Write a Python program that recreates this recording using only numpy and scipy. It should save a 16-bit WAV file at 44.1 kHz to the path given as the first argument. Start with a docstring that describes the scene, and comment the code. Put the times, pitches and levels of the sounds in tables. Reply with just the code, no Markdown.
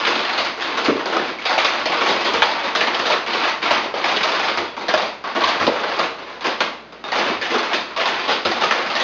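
"""In a tiled kitchen, rows of plastic disc cases topple like dominoes, a few metres from a small microphone.
The chain goes in runs with short pauses; each fall is a tight cluster of contacts ringing damped case modes.
Hard landings crack, clack and knock; flat ones slap on trapped air, heavy ones thud on the floor.
Loose lids and discs rattle through each run, then settle, and now and then a disc pings.
Dense decaying echoes and a few standing waves smear it all, over faint air noise and hum."""
import sys
import numpy as np
from scipy import signal
from scipy.io import wavfile

SR = 44100
rng = np.random.default_rng(int(sys.argv[2]) if len(sys.argv) > 2 else 0)


def transcribe(u):
    """Save the signal u as a 16-bit wav file named by the first command-line argument.

    u: samples, shape (n,) or (channels, n), limited to [-1, 1]; the rate is SR.
    q: integer samples, one column per channel.
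    """
    v = np.clip(np.atleast_2d(u).T, -1, 1)
    q = np.round(v * 32767).astype(np.int16)
    wavfile.write(sys.argv[1], SR, q)


N = 398223  # samples

# All table levels are relative: mix levels and the microphone act on them later.
# faint air of the still room: f/Hz, level/dB
AIR_SPECTRUM = [(20, -27), (50, -14), (75, -14.5), (110, -3), (200, 2), (560, 1), (900, -6), (3000, -16),
                (8000, -19)]
# runs of lighter falls: start t/s, end t/s, edge crack level/dB, shell clack level/dB,
# hollow body level/dB, rattle level/dB
RUNS_OF_FALLS = [(0.001, 0.488, -12, -20.5, -29.5, -21), (0.576, 0.86, -22.5, -29, -30.5, -21.5),
                 (0.964, 1.32, -19.5, -23, -26, -25), (1.387, 1.455, -22, -36.5, -41, -24.5),
                 (1.454, 1.822, -13.5, -20.5, -31.5, -21), (1.863, 2.401, -13, -21.5, -22, -21),
                 (2.449, 2.732, -20, -24, -38, -22.5), (2.75, 3.178, -23, -25, -30, -21.5),
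                 (3.264, 3.497, -17.5, -25, -31, -17.5), (3.618, 3.776, -18, -28, -32, -17),
                 (3.941, 4.034, -19, -21.5, -28, -21), (4.036, 4.529, -11, -19, -26, -20),
                 (4.571, 4.647, -24, -23, -22, -26), (4.767, 4.872, -21, -26, -27, -28),
                 (4.89, 5.059, -12, -20.5, -23, -24), (5.24, 5.322, -21.5, -21, -31, -25.5),
                 (5.348, 6.045, -18, -21, -28, -24.5), (6.185, 6.39, -28, -31, -37.5, -35),
                 (6.409, 6.51, -20, -27, -39, -24), (6.595, 6.678, -19, -24.5, -32, -27),
                 (6.924, 6.96, -28, -35.5, -37, -44), (7.04, 7.12, -21, -28, -29, -29),
                 (7.135, 7.332, -21, -19, -21.5, -20.5), (7.408, 7.794, -15.5, -22.5, -33.5, -25),
                 (7.881, 7.95, -32, -33, -38, -33), (7.967, 8.371, -19, -27, -33, -22),
                 (8.458, 9.002, -15.5, -23, -26, -23.5)]
# hardest landings; a glancing one sends more sound sideways into the room:
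# t/s, edge crack level/dB, shell clack level/dB, hollow body level/dB, room level/dB
HARD_FALLS = [(0.0512, -5.5, -34.5, -23, -5), (0.0675, -8.5, -15, -19, 4), (0.1552, -9, -18, -20, -2.5),
              (0.3774, -6.5, -15.5, -30, 2), (0.4086, -20, -22, -27.5, -7), (0.6088, -16.5, -27, -43, 7.5),
              (0.7739, -7, -14, -20, -2), (0.8457, -7.5, -20, -23.5, 2), (0.8819, -20, -14.5, -12.5, -3),
              (1.057, -11.5, -16.5, -20, -0.5), (1.1247, -14, -16.5, -18.5, 3.5),
              (1.167, -9.5, -11, -17, -6), (1.194, -16, -26, -17, -2), (1.454, -8, -17, -30, 3),
              (1.495, -12, -14, -30, 3.5), (1.5293, -9.5, -15.5, -29, -3), (1.5795, -2.5, -14, -25, -1),
              (1.6471, 0, -13, -27, -4), (1.8573, -5.5, -14, -20, -3.5), (1.8975, -15, -17.5, -21.5, 0),
              (1.9203, -9.5, -15, -25, 0), (2.0105, -9.5, -16.5, -20, 3.5), (2.0623, -8.5, -13.5, -37.5, 3),
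              (2.0844, -9, -20.5, -18.5, 3.5), (2.2484, -7, -17.5, -19, 0.5), (2.2744, -11, -13, -18, -2.5),
              (2.336, -6.5, -14, -18, -1), (2.421, 1, -9, -22, -5), (2.514, -12, -17.5, -27, -3.5),
              (2.6347, -16.5, -22.5, -28, 6.5), (2.7511, -3, -13, -19, -1.5), (2.808, -4, -14, -18.5, -2),
              (2.8722, -9, -14.5, -20, -4), (2.9462, -7, -14, -38, -4), (2.9936, -8.5, -16, -20, -3),
              (3.055, -9.5, -19, -25, 5.5), (3.1016, -5.5, -10.5, -27, -1),
              (3.1199, -8, -16.5, -18.5, -0.5), (3.3342, -10, -17.5, -26, 2.5),
              (3.434, -11, -17.5, -29, 2.5), (3.4794, -12.5, -21.5, -39, 2), (3.6196, -17, -25, -38, 7.5),
              (3.657, -11, -16.5, -39, -2.5), (3.7086, -2, -9, -23.5, -2.5), (3.8363, -19, -21.5, -24, 4),
              (4.0422, -6, -12, -24, -1.5), (4.164, -6, -17, -18, -5.5), (4.2327, -6, -15, -26, 1.5),
              (4.3497, -11, -18.5, -26.5, 1), (4.395, -11.5, -15.5, -30, -1.5),
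              (4.4312, -12.5, -18.5, -33.5, 5.5), (4.574, -7.5, -14, -19, -2),
              (4.8836, -6.5, -13.5, -19.5, -0.5), (4.9391, -3.5, -9, -15.5, -8.5),
              (4.977, -11, -16, -33, 1.5), (5.3509, -16.5, -19, -21.5, 7.5), (5.408, -12.5, -16, -28, 3.5),
              (5.4383, -4.5, -21, -31, -3.5), (5.475, -7.5, -16, -31, 3.5), (5.6, -11.5, -15, -19, 2),
              (5.6214, -12.5, -21.5, -21.5, 3), (5.6676, -5.5, -12, -12, -15),
              (5.677, -14, -10.5, -9, -8.5), (5.835, -15, -15.5, -20, -1), (5.9892, -8, -11.5, -16, -0.5),
              (6.0247, -14, -22, -28, 3), (6.4436, -11.5, -17.5, -23, 5), (6.4686, -8.5, -22, -17, -4),
              (6.6053, -3, -10.5, -16, -5.5), (7.1188, -9.5, -14.5, -29, 1.5),
              (7.1543, -11.5, -15, -21.5, 2), (7.186, -9, -16.5, -20, -1.5), (7.2671, -12, -28, -18.5, 0.5),
              (7.414, -11, -27, -27.5, 3.5), (7.5027, -15.5, -23, -22, 7), (7.5418, -10.5, -14, -15.5, 1.5),
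              (7.5833, -10, -20, -28, 0), (7.7136, -18, -16, -27, 1), (7.7326, -5.5, -19.5, -21, 1.5),
              (7.9635, -14, -18, -32, 4), (7.9986, -10.5, -19, -26, 3.5), (8.057, -7.5, -11.5, -31, -5.5),
              (8.0743, -9.5, -18.5, -25, 1.5), (8.279, -14.5, -19, -24.5, 8.5), (8.3094, -8, -18, -24, 1.5),
              (8.4512, -5, -12.5, -13.5, -1), (8.5147, -10, -15, -30, -2), (8.6082, -14.5, -20, -27, 9.5),
              (8.6378, -5, -13.5, -17.5, -4.5), (8.71, -4, -11, -23, -2), (8.7776, -15, -17.5, -24, 0.5),
              (8.9019, -13, -19.5, -27, 1.5), (8.9533, -6.5, -17, -28.5, 1), (8.9994, -8, -17, -23, 2.5)]
# heavily damped modes of a plastic case, before detuning: f/Hz, level/dB, t60/s
CASE_MODES = [(226, -8, 0.016), (373, -8, 0.063), (618, 1.5, 0.016), (886, 2, 0.018), (1133, -4.5, 0.02),
              (1709, -3, 0.019), (2220, 1, 0.0062), (3030, 2.5, 0.0052), (3960, 0.5, 0.0064),
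              (5160, 5.5, 0.0041), (6800, -7, 0.0021)]
# spectrum of loose lids and discs: f/Hz, level/dB
RATTLE_SPECTRUM = [(40, -27), (120, -13.5), (250, 3), (600, -7.5), (1100, 3.5), (1600, 0), (4000, -2.5),
                   (7000, -7.5)]
# blows heavy enough to shake the floor: t/s, level/dB
FLOOR_THUDS = [(0.07, -50), (0.38, -44), (1.852, -54), (2.089, -41.5), (2.341, -40.5), (2.42, -51),
               (3.708, -39), (4.571, -38), (4.94, -45), (5.441, -40), (5.605, -32.5), (5.65, -53),
               (7.263, -39), (7.359, -41.5), (8.454, -34), (8.501, -41)]
# cases that land flat and squeeze the air out: t/s, level/dB, hollow pitch f/Hz, t60/s
FLAT_SLAPS = [(0.884, 0.5, 279, 0.054), (0.897, 3, 405, 0.031), (1.166, -8, 620, 0.023),
              (1.578, -2, 767, 0.025), (2.423, 0.5, 874, 0.036), (3.708, 0, 943, 0.018),
              (3.94, -2.5, 547, 0.018), (4.777, -10, 915, 0.026), (4.939, 0, 628, 0.043),
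              (5.44, 4.5, 1056, 0.019), (5.676, 6.5, 525, 0.02), (5.995, -7, 1205, 0.032),
              (6.612, -12, 1040, 0.03), (8.278, -16, 1100, 0.026), (8.635, -5, 1234, 0.035)]
# loose discs that ring on for a moment: t/s, level/dB, f/Hz, t60/s
DISC_PINGS = [(1.3854, -17, 2200, 0.073), (7.0404, -16.5, 3690, 0.06)]
# decay of the room's tail, band by band: f/Hz, t60/s
ROOM_DECAY = [(100, 0.35), (400, 0.57), (1000, 0.52), (2800, 0.5), (7000, 0.5)]
# standing waves between floor, cupboards and walls: f/Hz, level/dB, t60/s
STANDING_MODES = [(99.3, 7.5, 0.39), (118, 0.5, 1), (225.6, -0.5, 1), (342, 0.5, 1), (472, -3, 0.088),
                  (577, -11.5, 1), (674, -11.5, 0.5), (890, -12, 0.6), (1122, -3.5, 0.44)]
# microphone response ahead of the peak rounding: f/Hz, level/dB
MICROPHONE_RESPONSE = [(30, -8.5), (100, -6), (220, -3.5), (1000, 0.5), (1450, 2.5), (2300, 3.5), (3700, 2),
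                       (5000, -2.5), (5550, -11), (5950, -8.5), (6500, -9.5)]
# treble lost after the peak rounding: f/Hz, level/dB
TREBLE_ROLLOFF = [(5500, 0), (6300, -2), (6900, -11), (7300, -18.5), (7650, -34), (11500, -35),
                  (13000, -48.5)]

HUM_HZ, HUM_DB = 59.3, -53  # hum level ahead of the microphone
EDGE_HZ = 12600  # cutoff of the final low-pass
FALL_GAP_S, FALL_JITTER = 0.042, 0.15  # aimed-for pace; timing scatter as a share of it
HARD_CLUSTER_S, LIGHT_CLUSTER_S = 0.011, 0.01  # decay times of a fall's contacts
LIGHT_ROOM_DB = 0  # sideways level of the lighter falls
LIGHT_SPREAD_DB = 1.0  # scatter of the lighter falls in a run
FIRST_DB, EASE_S = 1.5, 0.04  # a run opens this much louder, then eases with this time constant
SETTLE_S, SHAKE_DB = 0.022, -16.5  # rattle decay time; rattle jolt relative to a hard fall's crack
LINGER_DB, LINGER_S = -19, 0.08  # softer, slower second stage of the rattle's decay


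def gain_of(db):
    """Decibels to amplitude."""
    return 10 ** (np.asarray(db) / 20)


def unit(x):
    """Scales to an energy of one."""
    return x / np.sqrt(np.sum(x ** 2) + 1e-20)


def read(points, hz):
    """Reads a table on a log-frequency axis."""
    f, value = np.transpose(points)
    return np.interp(np.log(hz + 1), np.log(f + 1), value)


def add(mix, s, sound):
    """Lays a sound into the mix at time s."""
    part = mix[max(round(s * SR), 0):][:len(sound)]
    part += sound[:len(part)]


def colour(x, points, size=4096):
    """Causal, minimum-phase filter with the given spectrum."""
    hz = abs(np.fft.fftfreq(size, 1 / SR))
    log_gain = np.log(gain_of(read(points, hz)))
    taps = np.fft.ifft(np.exp(np.conj(signal.hilbert(log_gain)))).real
    return signal.oaconvolve(x, taps[:size // 2])[:len(x)]


def still_room(air_db=-41.5):
    """Faint air noise and the steady hum of an appliance."""
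    t = np.arange(N) / SR
    air = unit(colour(rng.standard_normal(N), AIR_SPECTRUM)) * np.sqrt(N)
    hum = np.sin(2 * np.pi * HUM_HZ * t)
    return gain_of(air_db) * air + gain_of(HUM_DB) * hum


def kitchen(x, wet_db=2.5, gap_s=0.0018, build_s=0.0025, near=0.59, near_s=0.014):
    """Room reply from one spot: early echoes lifted as if off near cupboards, a tail dying band by band."""
    echoes = rng.standard_normal(SR) * (rng.random(SR) < 5000 / SR)  # about 5000 a second
    hz, t, bands = signal.stft(echoes, SR, nperseg=256)
    decay = gain_of(-60 * t / read(ROOM_DECAY, hz)[:, None])
    tail = signal.istft(bands * decay, SR, nperseg=256)[1][:SR]
    age = np.maximum(np.arange(SR) / SR - gap_s, 0)
    tail *= (1 - np.exp(-age / build_s)) * (1 + near * np.exp(-age / near_s))
    return gain_of(wet_db) * signal.oaconvolve(x, unit(tail))[:N]


def light_falls():
    """Each case tips the next at a nearly even pace between hard landings, with slight level scatter."""
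    hard, rows = np.array([row[0] for row in HARD_FALLS]), []
    for start, end, *strength_db, _ in RUNS_OF_FALLS:
        marks = [start, *hard[(hard > start) & (hard < end)], end]
        paced = np.concatenate([
            np.linspace(a, b, max(round((b - a) / FALL_GAP_S), 1), endpoint=False)
            for a, b in zip(marks, marks[1:])])
        for s in paced:
            if abs(hard - s).min() > FALL_GAP_S / 2:  # leave hard landings clear
                chance = rng.standard_normal(4)
                opening_db = FIRST_DB * np.exp((start - s) / EASE_S)
                db = strength_db + LIGHT_SPREAD_DB * chance[1:] + opening_db
                late_s = (s > start) * chance[0] * FALL_JITTER * FALL_GAP_S  # a run's start stays put
                rows.append((s + late_s, *db))
    return rows


def all_falls():
    """Hard and light falls: t/s, crack, clack, body and room level/dB, cluster decay/s."""
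    hard = [(*row, HARD_CLUSTER_S) for row in HARD_FALLS]
    light = [(*row, LIGHT_ROOM_DB, LIGHT_CLUSTER_S) for row in light_falls()]
    return hard + light


def case_ring(t, spread=0.13, tick=18.6):
    """One contact: a tick plus damped modes, each detuned by chance; the struck spot sets their signs."""
    hz, db, t60 = np.transpose(CASE_MODES)[:, :, None]
    shift, spot = rng.standard_normal((2, len(CASE_MODES), 1))
    pitch = hz * np.exp(spread * shift)
    envelope = np.sign(spot) * gain_of(db - 60 * t / t60)
    ring = (envelope * np.sin(2 * np.pi * pitch * t)).sum(0)
    ring[0] += tick
    return ring


def contacts(t, decay_s, per_s=1500, gather_s=0.0015):
    """The first touch, then corners, lid and disc hitting in a cluster that gathers and dies."""
    sign = rng.choice([-1, 1], len(t))
    later = sign * rng.uniform(0.37, 0.98, len(t)) * (rng.random(len(t)) < per_s / SR)
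    push = later * (1 - np.exp(-t / gather_s)) * np.exp(-(t / max(decay_s, .003)) ** 0.94)
    push[0] = 0.9
    return push


def falling_cases(crack_db=17.0, clack_db=22.0, body_db=21.5, count=16, size=4):
    """Contacts ring body, shell and edges by their own amounts, straight ahead and off each wall."""
    lowest_hz, low_hz, high_hz = 185, 550, 1400  # body, shell and edge bands start here
    t = np.arange(2048) / SR
    splits = ((high_hz, "high"), ([low_hz, high_hz], "band"), ([lowest_hz, low_hz], "band"))
    parts = [signal.butter(3, edge, kind, fs=SR, output="sos") for edge, kind in splits]
    rings = np.array([case_ring(t) for _ in range(count * size)])
    # one blow goes straight to the microphone; the others leave sideways and come back off the walls
    direct, walls = np.zeros(N), np.zeros((count, N))
    for k, (s, crack, clack, body, room_db, decay_s) in enumerate(all_falls()):
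        pushes = np.array([contacts(t, decay_s) for _ in range(size + 1)])
        chosen = rings[rng.integers(0, len(rings), size + 1)]
        blows = signal.fftconvolve(pushes, chosen, axes=1)[:, :len(t)]
        # edges crack, the shell clacks, the hollow body knocks
        bands = np.array([signal.sosfilt(part, blows) for part in parts])
        bands /= np.linalg.norm(bands, axis=2, keepdims=True)
        levels = gain_of([crack + crack_db, clack + clack_db, body + body_db])
        ahead, *sideways = np.tensordot(levels, bands, 1)
        add(direct, s, ahead)
        for j, sound in enumerate(sideways):
            add(walls[(k * size + j) % count], s, gain_of(room_db) * sound / np.sqrt(size))
    return direct + sum(kitchen(wall) for wall in walls)


def shaking(rise_s=0.0083):
    """Rattle envelope: held up through a run, jolted by each hard landing, then settling in two stages."""
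    t, power = np.arange(2 * SR) / SR, np.zeros(N)
    jolts = [(start, end - start, db) for start, end, *_, db in RUNS_OF_FALLS]
    jolts += [(s, 0, crack + SHAKE_DB) for s, crack, *_ in HARD_FALLS]
    for s, hold, db in jolts:
        age = np.maximum(t - hold, 0)
        release = np.exp(-age / SETTLE_S) + gain_of(LINGER_DB) * np.exp(-age / LINGER_S)
        add(power, s, (gain_of(db) * np.minimum(t / rise_s, 1) * release) ** 2)
    return np.sqrt(power)


def rattle(level_db=-10.5, per_s=280, spread_db=2.0, count=24, size=3):
    """Many small contacts among the settling cases, heard from a few heaps."""
    t = np.arange(1024) / SR
    rings = [unit(case_ring(t)) for _ in range(count)]
    # contacts come at random moments: mostly light, a few hard
    heaps = np.zeros((size, N))
    for k, (when, force, which) in enumerate(rng.random((int(per_s * N / SR), 3))):
        strength = gain_of(-spread_db * np.log(max(force, .02)))
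        add(heaps[k % size], when * N / SR, strength * rings[int(which * count)])
    level = gain_of(level_db) * shaking()
    heaps = [unit(colour(heap, RATTLE_SPECTRUM)) * np.sqrt(N / size) * level for heap in heaps]
    return sum(heap + kitchen(heap, wet_db=4.0) for heap in heaps)


def standing_waves(x):
    """Narrow resonators: the few pitches that the kitchen holds on to."""
    out = np.zeros(N)
    for hz, db, t60 in STANDING_MODES:
        pole = np.exp((2j * np.pi * hz - np.log(1000) / t60) / SR)
        wave = signal.lfilter([1 - abs(pole)], [1, -pole], x + 0j).real
        out += gain_of(db) * 2 * wave
    return out


def thuds(level_db=6.5, floor_hz=95, ring_s=0.012, room_db=-6.0):
    """The floor gives under a heavy blow and swings for a cycle or two."""
    t, out = np.arange(SR // 6) / SR, np.zeros(N)
    swing = t / ring_s * np.exp(-t / ring_s) * np.sin(2 * np.pi * floor_hz * t)
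    for s, db in FLOOR_THUDS:
        add(out, s, gain_of(db + level_db) * swing)
    return out + kitchen(out, wet_db=room_db)


def ringing(rows, level_db, rise_s, room_db):
    """One dying tone a row, each echoing from its own spot in the room."""
    t, out = np.arange(SR // 2) / SR, np.zeros(N)
    for s, db, hz, t60 in rows:
        envelope = gain_of(level_db + db - 60 * t / t60) * (1 - np.exp(-t / rise_s))
        tone = envelope * np.sin(2 * np.pi * hz * t)
        add(out, s, tone)
        add(out, s, gain_of(room_db) * np.linalg.norm(tone) * unit(kitchen(tone)))
    return out


def slaps():
    """The air pocket under a flat case rings briefly at its hollow pitch."""
    return ringing(FLAT_SLAPS, level_db=-0.5, rise_s=0.0023, room_db=-2.0)


def discs():
    """A jolted disc gives a thin, short ping."""
    return ringing(DISC_PINGS, level_db=-9.0, rise_s=.002, room_db=-2.0)


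def scene():
    """The whole chain in the kitchen, over the still room."""
    clatter = falling_cases() + rattle() + thuds() + slaps() + discs()
    return (clatter + standing_waves(clatter) + still_room())[None]


def record(dry, lopsided=0.017):
    """A small microphone rounds the peaks a little unevenly and loses treble; a steep low-pass follows."""
    pressure = colour(dry[0], MICROPHONE_RESPONSE)
    rounded = np.tanh(pressure + lopsided) - np.tanh(lopsided)
    heard = colour(rounded, TREBLE_ROLLOFF)
    low_pass = signal.firwin(511, EDGE_HZ, window=("kaiser", 9), fs=SR)
    return signal.oaconvolve(heard, low_pass, "same")[None]


dry = scene()
out = record(dry)
transcribe(out)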